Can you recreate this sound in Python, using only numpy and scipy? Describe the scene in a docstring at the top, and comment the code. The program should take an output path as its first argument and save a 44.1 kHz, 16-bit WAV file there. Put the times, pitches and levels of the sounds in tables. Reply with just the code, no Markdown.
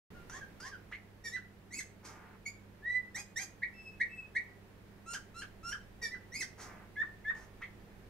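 """Over a low rumble and a faint mains hum, a caged bullfinch sings quietly in a small room. It opens with
creaks, a chip, a drone and an arching note, then gives a squeak and one long whistle. Wheezes, pips, thin
whistles and three nasal hooks follow; drone and arch return, and two slurs and a chip close the song.
The two sides of its syrinx vibrate alone or together, reedy and rasping when pressed hard. Clicks and
hisses fall among the syllables, and near surfaces and the room reflect them all."""
import sys
import numpy as np
from scipy import signal
from scipy.fft import rfft, irfft, next_fast_len
from scipy.io import wavfile
from scipy.ndimage import uniform_filter1d, map_coordinates

SR = 44100
rng = np.random.default_rng(int(sys.argv[2]) if len(sys.argv) > 2 else 0)


def wrap_up_sound(samples):
    """Save the sound to the file named by the first command line argument, as 16-bit audio."""
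    columns = np.atleast_2d(samples).T
    # keep every value between -1 and 1, then stretch to whole-number steps
    tamed = np.clip(columns, -1, 1)
    steps = np.round(tamed * 32767).astype(np.int16)
    wavfile.write(sys.argv[1], SR, steps)


N = 356989
TIME = np.arange(N) / SR
TOP_HZ = 15700

# Spectra of turbulent air in the throat and at the beak. Each row: frequency in Hz, relative level in dB.
THROAT_SPECTRUM = [(500, -1.5), (900, 3), (1400, 2), (2100, -1.5), (2800, -14), (4000, -29)]
HISS_SPECTRUM = [(1800, -0.5), (2900, -2.5), (3900, -1), (5000, 5.5), (6400, 8.5), (8000, 0), (11500, -7),
                 (14000, -21.5)]


def amp(db):
    """Convert decibels to an amplitude ratio."""
    return 10 ** (np.asarray(db) / 20)


def unit(x):
    """Normalise to an rms of 1."""
    return x / np.sqrt(np.mean(x ** 2) + 1e-20)


def along(points, hz):
    """Interpolate (Hz, value) points on a logarithmic frequency axis."""
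    f, v = np.transpose(points)
    return np.interp(np.log(hz + 1), np.log(f + 1), v)


def over_time(points):
    """Interpolate (seconds, value) points at every sample."""
    return np.interp(TIME, *np.transpose(points))


def wobble(rate):
    """Smooth random modulation: a spline through `rate` knots a second."""
    return map_coordinates(rng.standard_normal(int(N * rate / SR) + 4), [TIME * rate])


def filtered(x, response):
    """Linear filtering: multiply the spectrum by a frequency response."""
    m = next_fast_len(N + 8192)
    return irfft(rfft(x, m) * response(np.fft.rfftfreq(m, 1 / SR)), m)[..., :N]


def noise(spectrum):
    """Spectral shaping turns white noise into coloured noise of rms 1."""
    return unit(filtered(rng.standard_normal(N), lambda hz: amp(along(spectrum, hz))))


def room_rumble(gain_db=4):
    """Partially coherent noise: the two channels are alike in the bass and independent in the treble."""
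    # Each row: frequency in Hz, relative level in dB.
    spectrum = [(20, -15.5), (45, 1), (75, -8), (120, -9.5), (170, -4), (260, -10.5), (400, -8.5),
                (530, -14), (1250, -21), (1800, -19.5), (3200, -28.5), (8000, -38)]
    # Each row: time in seconds, relative level in dB.
    levels = [(0.12, -58.5), (1.14, -63.5), (8.09, -61)]
    # Each row: frequency in Hz, correlation between left and right.
    coherence = [(300, 0.74), (2000, 0.018)]
    angle = lambda hz: np.arccos(along(coherence, hz)) / 2
    mid = filtered(noise(spectrum), lambda hz: np.cos(angle(hz)))
    side = filtered(noise(spectrum), lambda hz: np.sin(angle(hz)))
    return np.array([mid + side, mid - side]) * amp(over_time(levels) + gain_db)


def deep_rumble(gain_db=-2):
    """Coherent noise: the lowest rumble swells and fades in both channels together."""
    # Each row: frequency in Hz, relative level in dB.
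    spectrum = [(20, 3.5), (45, 3.5), (75, -3.5), (150, -25), (400, -76)]
    # Each row: time in seconds, relative level in dB.
    levels = [(0.34, -60), (0.8, -68.5), (4.94, -74), (5.71, -57), (6.55, -70), (7.58, -62)]
    return noise(spectrum) * amp(over_time(levels) + gain_db)


def mains_hum(waver_db=1):
    """Forced vibration: an appliance hums at even harmonics of the mains, wavering slightly."""
    # Each row: frequency in Hz, level in dB.
    partials = [(100, -63), (200, -66.5)]
    return sum(np.sqrt(2) * amp(db + waver_db * wobble(4.2))
               * np.sin(2 * np.pi * (hz * TIME + rng.random())) for hz, db in partials)


def reflections(x, tail_db=-8, build_s=0.0045, width=0.76):
    """Early reflections from the cage tray and near walls, then exponentially decaying reverberation."""
    # Each row: left delay in seconds, right delay in seconds, gain in dB.
    echoes = [(.00225, .00225, -22), (.00417, .00385, -12), (.0069, .0065, -8), (0.0118, .0125, -11),
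              (0.0195, 0.023, -6.5)]
    # Each row: frequency in Hz, seconds to decay by 60 dB.
    decay_times = [(300, 0.073), (2000, 0.34), (6000, 0.28), (13000, 0.27)]
    hz, t, spectra = signal.stft(rng.standard_normal((2, SR // 2)), SR, nperseg=256)
    decay = amp(-60 * t / along(decay_times, hz)[:, None])
    tail = signal.istft(spectra * decay * (1 - np.exp(-t / build_s)), SR, nperseg=256)[1]
    mid, side = signal.fftconvolve(x[None], tail / np.linalg.norm(tail[0]), axes=1)[:, :N]
    early = filtered(x, lambda f: sum(amp(db) * np.exp(-2j * np.pi * np.outer(delays, f))
                                      for *delays, db in echoes))
    return early + amp(tail_db) * np.array([mid + width * side, mid - width * side])


def phrases(notes, edge_s):
    """Envelopes from breakpoints: a soft gate open during each note, then each column per sample."""
    spans = [(rows[0][0], rows[-1][0]) for rows in notes]
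    gate = sum(np.interp(TIME, [on - edge_s, on, off, off + edge_s], [0, 1, 1, 0]) for on, off in spans)
    soft_gate = np.sin(np.pi / 2 * np.minimum(gate, 1)) ** 2
    times, *columns = np.vstack(sorted(notes, key=lambda rows: rows[0][0])).T
    return [soft_gate] + [np.interp(TIME, np.sort(times), column) for column in columns]


def hisses(hiss_gain_db=-2):
    """Turbulence: air forced through the throat and beak makes toneless noise."""
    # One list a breath. Each row: time in seconds, relative throat and hiss levels in dB.
    breaths = [
        [(0.295, -59, -75), (0.359, -64, -63), (0.4, -56.5, -63)],
        [(0.6, -66, -69), (0.678, -75, -53), (0.71, -69, -72)],
        [(1.245, -91, -59), (1.31, -84, -61)],
        [(2.03, -64, -85), (2.054, -54.5, -49.5), (2.36, -63, -113)],
        [(3.16, -55.5, -56), (3.22, -63, -60)],
        [(3.375, -70, -74), (3.44, -58.5, -46)],
        [(5.135, -65, -39), (5.165, -63, -54)],
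        [(6.02, -59.5, -55), (6.08, -80.5, -65.5)],
        [(6.58, -56.5, -65.5), (6.616, -52, -48.5), (6.85, -62, -102)],
        [(7.35, -55.5, -67), (7.376, -57, -65), (7.45, -66, -67.5)],
    ]
    gate, throat_db, hiss_db = phrases(breaths, edge_s=0.002)
    throat = amp(throat_db) * noise(THROAT_SPECTRUM)
    hiss = amp(hiss_db + hiss_gain_db) * noise(HISS_SPECTRUM)
    return gate * (throat + hiss)


def clicks(snap_db=-7, snap_t60=0.029, ring_db=-13, ring_t60=0.33):
    """Impulse excitation: the syrinx snaps open at each creak and the beak rings, briefly, unsteadily."""
    # Each row: start in seconds, relative level in dB, ring frequency in Hz.
    openings = [(0.298, -39.5, 6070), (0.604, -39, 4880)]
    out = np.zeros(N)
    for start, db, hz in openings:
        age = np.abs(TIME - start)
        snap = amp(snap_db - 60 * age / snap_t60) * unit(noise(HISS_SPECTRUM) + noise(THROAT_SPECTRUM))
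        ring = amp(ring_db - 60 * age / ring_t60) * np.sin(2 * np.pi * hz * age + wobble(600))
        out += (TIME >= start) * amp(db) * (snap + ring)
    return out


def chucks(low_hz=1450, high_hz=3000, width_s=0.00853, scatter=0.16):
    """Chaotic vibration, shooting up in pitch as the membrane tightens."""
    # Hoarse bursts in the chips and hooks. Each row: centre in seconds, relative level in dB.
    bursts = [(0.928, -45.5), (5.151, -48.5), (5.427, -47.5), (5.724, -47), (7.625, -43.5)]
    out = np.zeros(N)
    for centre, db in bursts:
        u = (TIME - centre) / width_s
        hz = low_hz * (high_hz / low_hz) ** (.5 + .5 * np.tanh(u)) * (1 + scatter * wobble(1900))
        out += amp(db) * np.exp(-u ** 2 / 2) * wobble(1300) * np.sin(2 * np.pi * np.cumsum(hz) / SR)
    return out


def glides(beak_hz=3100, hoarse=0.019):
    """Linear frequency sweeps: breakpoints of plain notes that sink as they swell and fade."""
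    # Each row: start and length in seconds, first and last pitch in Hz, level and pressing in dB.
    sweeps = [(0.146, .085, 1439, 1388, -54, -15.5), (0.412, .028, 1650, 1580, -40.5, -26.5),
              (0.718, 0.04, 1660, 1400, -43, -19)]
    envelope = [(0, -7), (.3, 0), (1, -8)]  # Each row: share of the length, level in dB.
    return [[(start + u * length, first_hz + u * (last_hz - first_hz), note_db + db,
              press_db, beak_hz, hoarse) for u, db in envelope]
            for start, length, first_hz, last_hz, note_db, press_db in sweeps]


def syllables(whistle_beak_hz=7800, squeak_beak_hz=6960, creak_hoarse=0.0356, chip_hoarse=0.0595):
    """Time scaling and transposition turn each gesture into notes for the two sides of the syrinx."""
    # Gestures of the leading side, before scaling. Each row: seconds into the note, pitch in Hz,
    # level in dB, pressing in dB (0 is reedy, -25 pure).
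    creak = [(0, 1360, -3.5, -3), (.015, 1480, -14, -0.5), (.037, 1630, 0, -4.5), (.077, 1906, -6, -4)]  # a hoarse climb
    chip = [(0, 1264, -13, -7), (.01, 1897, 2, -23), (.016, 2080, 1, -27.5), (.04, 2186, -7.5, -16)]  # a hoarse upward flick
    drone = [(0, 1933, -5, -5), (.018, 1922, 5, -3), (.042, 1820, 1.5, -3), (.074, 1807, -15.5, -4.5)]  # a reedy chord that sags
    drop = [(0, 1871, -15, -5.5), (.022, 1986, 1, -12), (.04, 1995, 1, -23.5), (.047, 1620, -5, -21),
            (.062, 1385, -16.5, -7.5)]  # ends each drone: the pressure eases, the note lifts and tumbles
    arch = [(0, 1872, -15, -8), (.035, 2180, -3.5, 1), (0.059, 2303, -26.5, 2.5), (.077, 2253, -19, 8.5),
            (.084, 2130, 4.5, -2.5), (.092, 1990, -1.5, -3), (.104, 1594, -11.5, 3)]  # squeezed thin at the top, bursting on the way down
    wheeze = [(0, 1798, -3.5, 0), (.013, 1950, 2, 2), (.029, 2310, -10, -6), (.05, 2460, -10.5, 6),
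              (.066, 2380, -18.5, 8.5)]  # a rise that ends pressed hard
    pip = [(0, 1680, -16.5, -21.5), (.014, 1923, 0.5, -27.5), (.026, 1940, -4, -35)]  # both sides sweep up and beat
    thread = [(0, 2620, -24, -8), (.06, 2625, -8.5, -16.5), (0.089, 2605, -22.5, -2.5),
              (.135, 2612, -2.5, -19.5), (.172, 2575, -17, -12), (0.221, 2560, -18, -21)]  # a thin high whistle that swells twice
    hook = [(0, 1300, -18.5, -3.5), (.021, 1375, -9, -5), (.056, 1402, -7.5, 1), (.078, 1406, -14, 0.5),
            (.089, 1690, 0.5, -12), (.099, 1560, -5, -18.5), (.11, 1280, -14.5, -19)]  # a low nasal note ending in a flick
    slur = [(0, 1710, -9.5, -34), (.034, 1788, 0, -20), (.051, 1892, 2, -44), (.058, 1610, -13, -28),
            (.067, 1063, -21, -17)]  # a soft whistle that lifts and collapses
    # Gestures of the second side. Each row: seconds into the note, pitch in Hz, level in dB.
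    creak_second = [(.039, 991, -11), (.064, 1065, -5), (.092, 1155, -11)]
    drone_second = [(.008, 2388, -7), (.045, 2352, -14.5), (.076, 2320, -19.5)]
    arch_second = [(.012, 2106, -19.5), (0.044, 2475, -13), (.08, 2590, -14)]
    wheeze_second = [(.028, 1567, -15.5), (.048, 1620, -16.5), (.065, 1625, -27)]
    pip_second = [(0, 2010, -17.5), (.015, 2145, -2), (0.025, 2310, -10)]
    hook_second = [(.077, 2860, -21), (.086, 3111, -9.5), (.1, 2950, -23)]  # only in the flick
    slur_second = [(-.009, 2060, -18), (0, 2180, -16.5)]  # a grace note
    # Repeats of each gesture; the gape of the beak picks out other overtones each time. Each row:
    # start and length in seconds, pitch factor, added level and pressing in dB, beak resonance in Hz.
    creaks = [(.299, .077, 1, -44.5, -2, 6700), (.604, .077, 1.01, -43.5, -3.5, 5480)]
    chips = [(.917, .04, 0.99, -41, 3, 3460), (7.619, 0.0274, 1, -39.5, 2, 3500)]
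    drones = [(1.243, 0.0751, 0.97, -45.5, 3.5, 6222), (6.02, .076, 0.98, -39.5, 0, 4890)]
    drops = [(1.321, .06, 1, -36, 3, 3910), (6.102, .064, 1, -41, -1, 4970)]
    arches = [(1.712, .098, 1.015, -38, 1.5, 7230), (6.323, .109, 1, -34, -0.5, 5400)]
    wheezes = [(3.15, .06, 1.02, -37.5, -1.5, 6960), (3.364, .072, 1, -34.5, -1.5, 6600)]
    pips = [(3.623, 0.021, 1, -28, -18, 4045), (4.003, 0.021, 0.99, -23.5, 1.5, 7900),
            (4.353, .026, 1, -26, 4.5, 8000)]
    threads = [(3.74, .225, 1.005, -43, 5.5, 5147), (4.095, .16, .998, -38.5, -3, 7740)]
    hooks = [(5.063, 0.11, 0.99, -36, 0, 7350), (5.345, 0.098, 0.99, -39, 0.5, 4000),
             (5.634, .12, 1, -32.5, -2, 5372)]
    slurs = [(6.969, .069, 0.98, -30, -1.5, 3600), (7.254, .065, 0.99, -30.5, -3, 3570)]
    # Notes sung once. Each row: time in seconds, pitch in Hz, level in dB, pressing in dB.
    squeak = [(2.458, 2294, -49.5, -5.5), (2.465, 2190, -30.5, -9.5), (2.474, 2262, -41.5, -2.5),
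              (2.485, 2420, -49, 4.5)]  # its pitch dips and recovers
    whistle = [(2.826, 1700, -55.5, -20.5), (2.848, 1830, -43.5, -28), (2.865, 1919, -33.5, -35),
               (2.91, 1965, -27.5, -26), (2.965, 1999, -30, -26), (2.995, 1972, -42.5, -36)]
    kinds = [(creaks, creak, creak_second, creak_hoarse), (chips, chip, None, chip_hoarse),
             (drones, drone, drone_second, 0), (drops, drop, None, 0), (arches, arch, arch_second, 0),
             (wheezes, wheeze, wheeze_second, 0), (pips, pip, pip_second, 0), (threads, thread, None, 0),
             (hooks, hook, hook_second, 0), (slurs, slur, slur_second, 0)]
    lead = [[(*row, beak_hz, 0) for row in note]
            for note, beak_hz in [(whistle, whistle_beak_hz), (squeak, squeak_beak_hz)]]
    second = []
    for notes, gesture, other_side, hoarse in kinds:
        for start, length, factor, note_db, note_press_db, beak_hz in notes:
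            stretch = length / gesture[-1][0]
            lead.append([(start + stretch * s, factor * hz, note_db + db, note_press_db + press_db,
                          beak_hz, hoarse) for s, hz, db, press_db in gesture])
            if other_side:
                second.append([(start + stretch * s, factor * hz, note_db + db)
                               for s, hz, db in other_side])
    return lead, second


def membrane(gate, hz, db, press_db, beak_hz, hoarse, jitter=0.0066, wander=0.00305, collapse=0.075,
             octave_db=-30, slack_hz=2300, scratch_db=-6, beak_db=9, beak_width_hz=850, off_beak_db=-6):
    """Source and filter: amplitude, phase and beak-coloured overtones of one side of the syrinx."""
    # Colour of the overtones. Each row: frequency in Hz, gain in dB.
    beak_response = [(2750, -3), (3250, -6), (3750, -9), (4200, -10), (4750, 1), (5150, -12.5),
                     (5600, -1.5), (6800, -4), (7500, -11), (8200, -4), (9500, -16), (11300, -11.5),
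                     (14000, -31.5)]
    # As its tension collapses, the pitch sinks and the membrane flaps irregularly and scratches.
    sinking = np.clip(-np.gradient(np.log(hz)) * SR / 22, 0, 1) ** 2
    unrest = hoarse + jitter * amp(press_db / 2) + collapse * sinking
    phase = 2 * np.pi * np.cumsum(hz * (1 + unrest * wobble(1500) + wander * wobble(60))) / SR
    size = gate * amp(db)
    # A slack membrane swings lopsidedly, which adds the octave.
    overtones = size * amp(octave_db) / (1 + (hz / slack_hz) ** 10) * np.sin(2 * phase)
    overtones += size * sinking * amp(scratch_db + press_db) * noise(HISS_SPECTRUM)
    on = gate > 0
    for k in range(2, 10):
        harmonic_hz = k * hz[on]
        resonance_db = off_beak_db + beak_db * np.exp(-((harmonic_hz - beak_hz[on]) / beak_width_hz) ** 2)
        drive_db = press_db[on] * (k / 2) ** 0.46  # relaxing, it loses its highest overtones first
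        level_db = along(beak_response, harmonic_hz) + resonance_db + drive_db
        overtones[on] += size[on] * amp(level_db) * np.sin(k * phase[on]) * (harmonic_hz < TOP_HZ)
    return size, phase, overtones


def syrinx(second_overtones_db=5, air_db=-13, coupling=.5, mixing=.42, rasp=.1):
    """Nonlinear coupling: two sides in one airstream modulate each other; turbulence frays overtones."""
    lead_notes, second_notes = syllables()
    gate, hz, db, *voicing = phrases(lead_notes + glides(), edge_s=0.0062)
    size_a, phase_a, overtones_a = membrane(gate, hz, db, *voicing)
    size_b, phase_b, overtones_b = membrane(*phrases(second_notes, edge_s=.004), *voicing)
    balance = 2 * size_a * size_b / (size_a ** 2 + size_b ** 2 + 1e-14)
    beat = balance * np.cos(phase_a - phase_b)
    modulation = 1 + coupling * beat + rasp * wobble(1600)
    overtones = (overtones_a + amp(second_overtones_db) * overtones_b) * modulation
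    reediness = np.sqrt(np.abs(uniform_filter1d(overtones ** 2, size=200)))
    leaking_air = amp(air_db) * noise(HISS_SPECTRUM)
    buzz = reediness * (mixing * beat + leaking_air)  # the beat sounds as a difference tone
    return size_a * np.sin(phase_a) + size_b * np.sin(phase_b) + overtones + buzz


def scene(bird_db=-1.15):
    """Superposition in stereo: differences of level and phase place the bird and the background."""
    # The bird turns its head. Each row: time in seconds, left minus right in dB.
    facing = [(3.4, -1), (5.7, -0.3), (6.05, -1), (7.7, -.8)]
    # Phase at the two microphone ports. Each row: frequency in Hz, lead of the left in radians.
    phase_lead = [(2000, 0.044), (3000, 0.48), (5000, 1.1), (8000, 1.66)]
    # Stereo balance. Each row: frequency in Hz, left minus right in dB.
    bird_tilt = [(1200, 0), (2000, -0.5), (3200, 2), (6000, -5), (9000, 2.5)]
    background_tilt = [(60, -2), (400, -3.5), (2000, -2), (10000, -1.2)]  # lies to the right
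    split = np.array([[.5], [-.5]])  # half of each difference goes to each channel
    bird = amp(bird_db) * (syrinx() + chucks() + hisses() + clicks())
    placing = lambda hz: np.exp(1j * split * along(phase_lead, hz)) * amp(split * along(bird_tilt, hz))
    song = filtered(bird + reflections(bird), placing) * amp(split * over_time(facing))
    background = room_rumble() + mains_hum() + deep_rumble()
    return song + filtered(background, lambda hz: amp(split * along(background_tilt, hz)))


def record(dry, start_s=.103, fade_s=0.0019):
    """Gating and band limiting: the microphone opens after a moment and passes nothing above TOP_HZ."""
    return filtered(dry * np.clip((TIME - start_s) / fade_s, 0, 1), lambda hz: hz < TOP_HZ)


dry = scene()
out = record(dry)
wrap_up_sound(out)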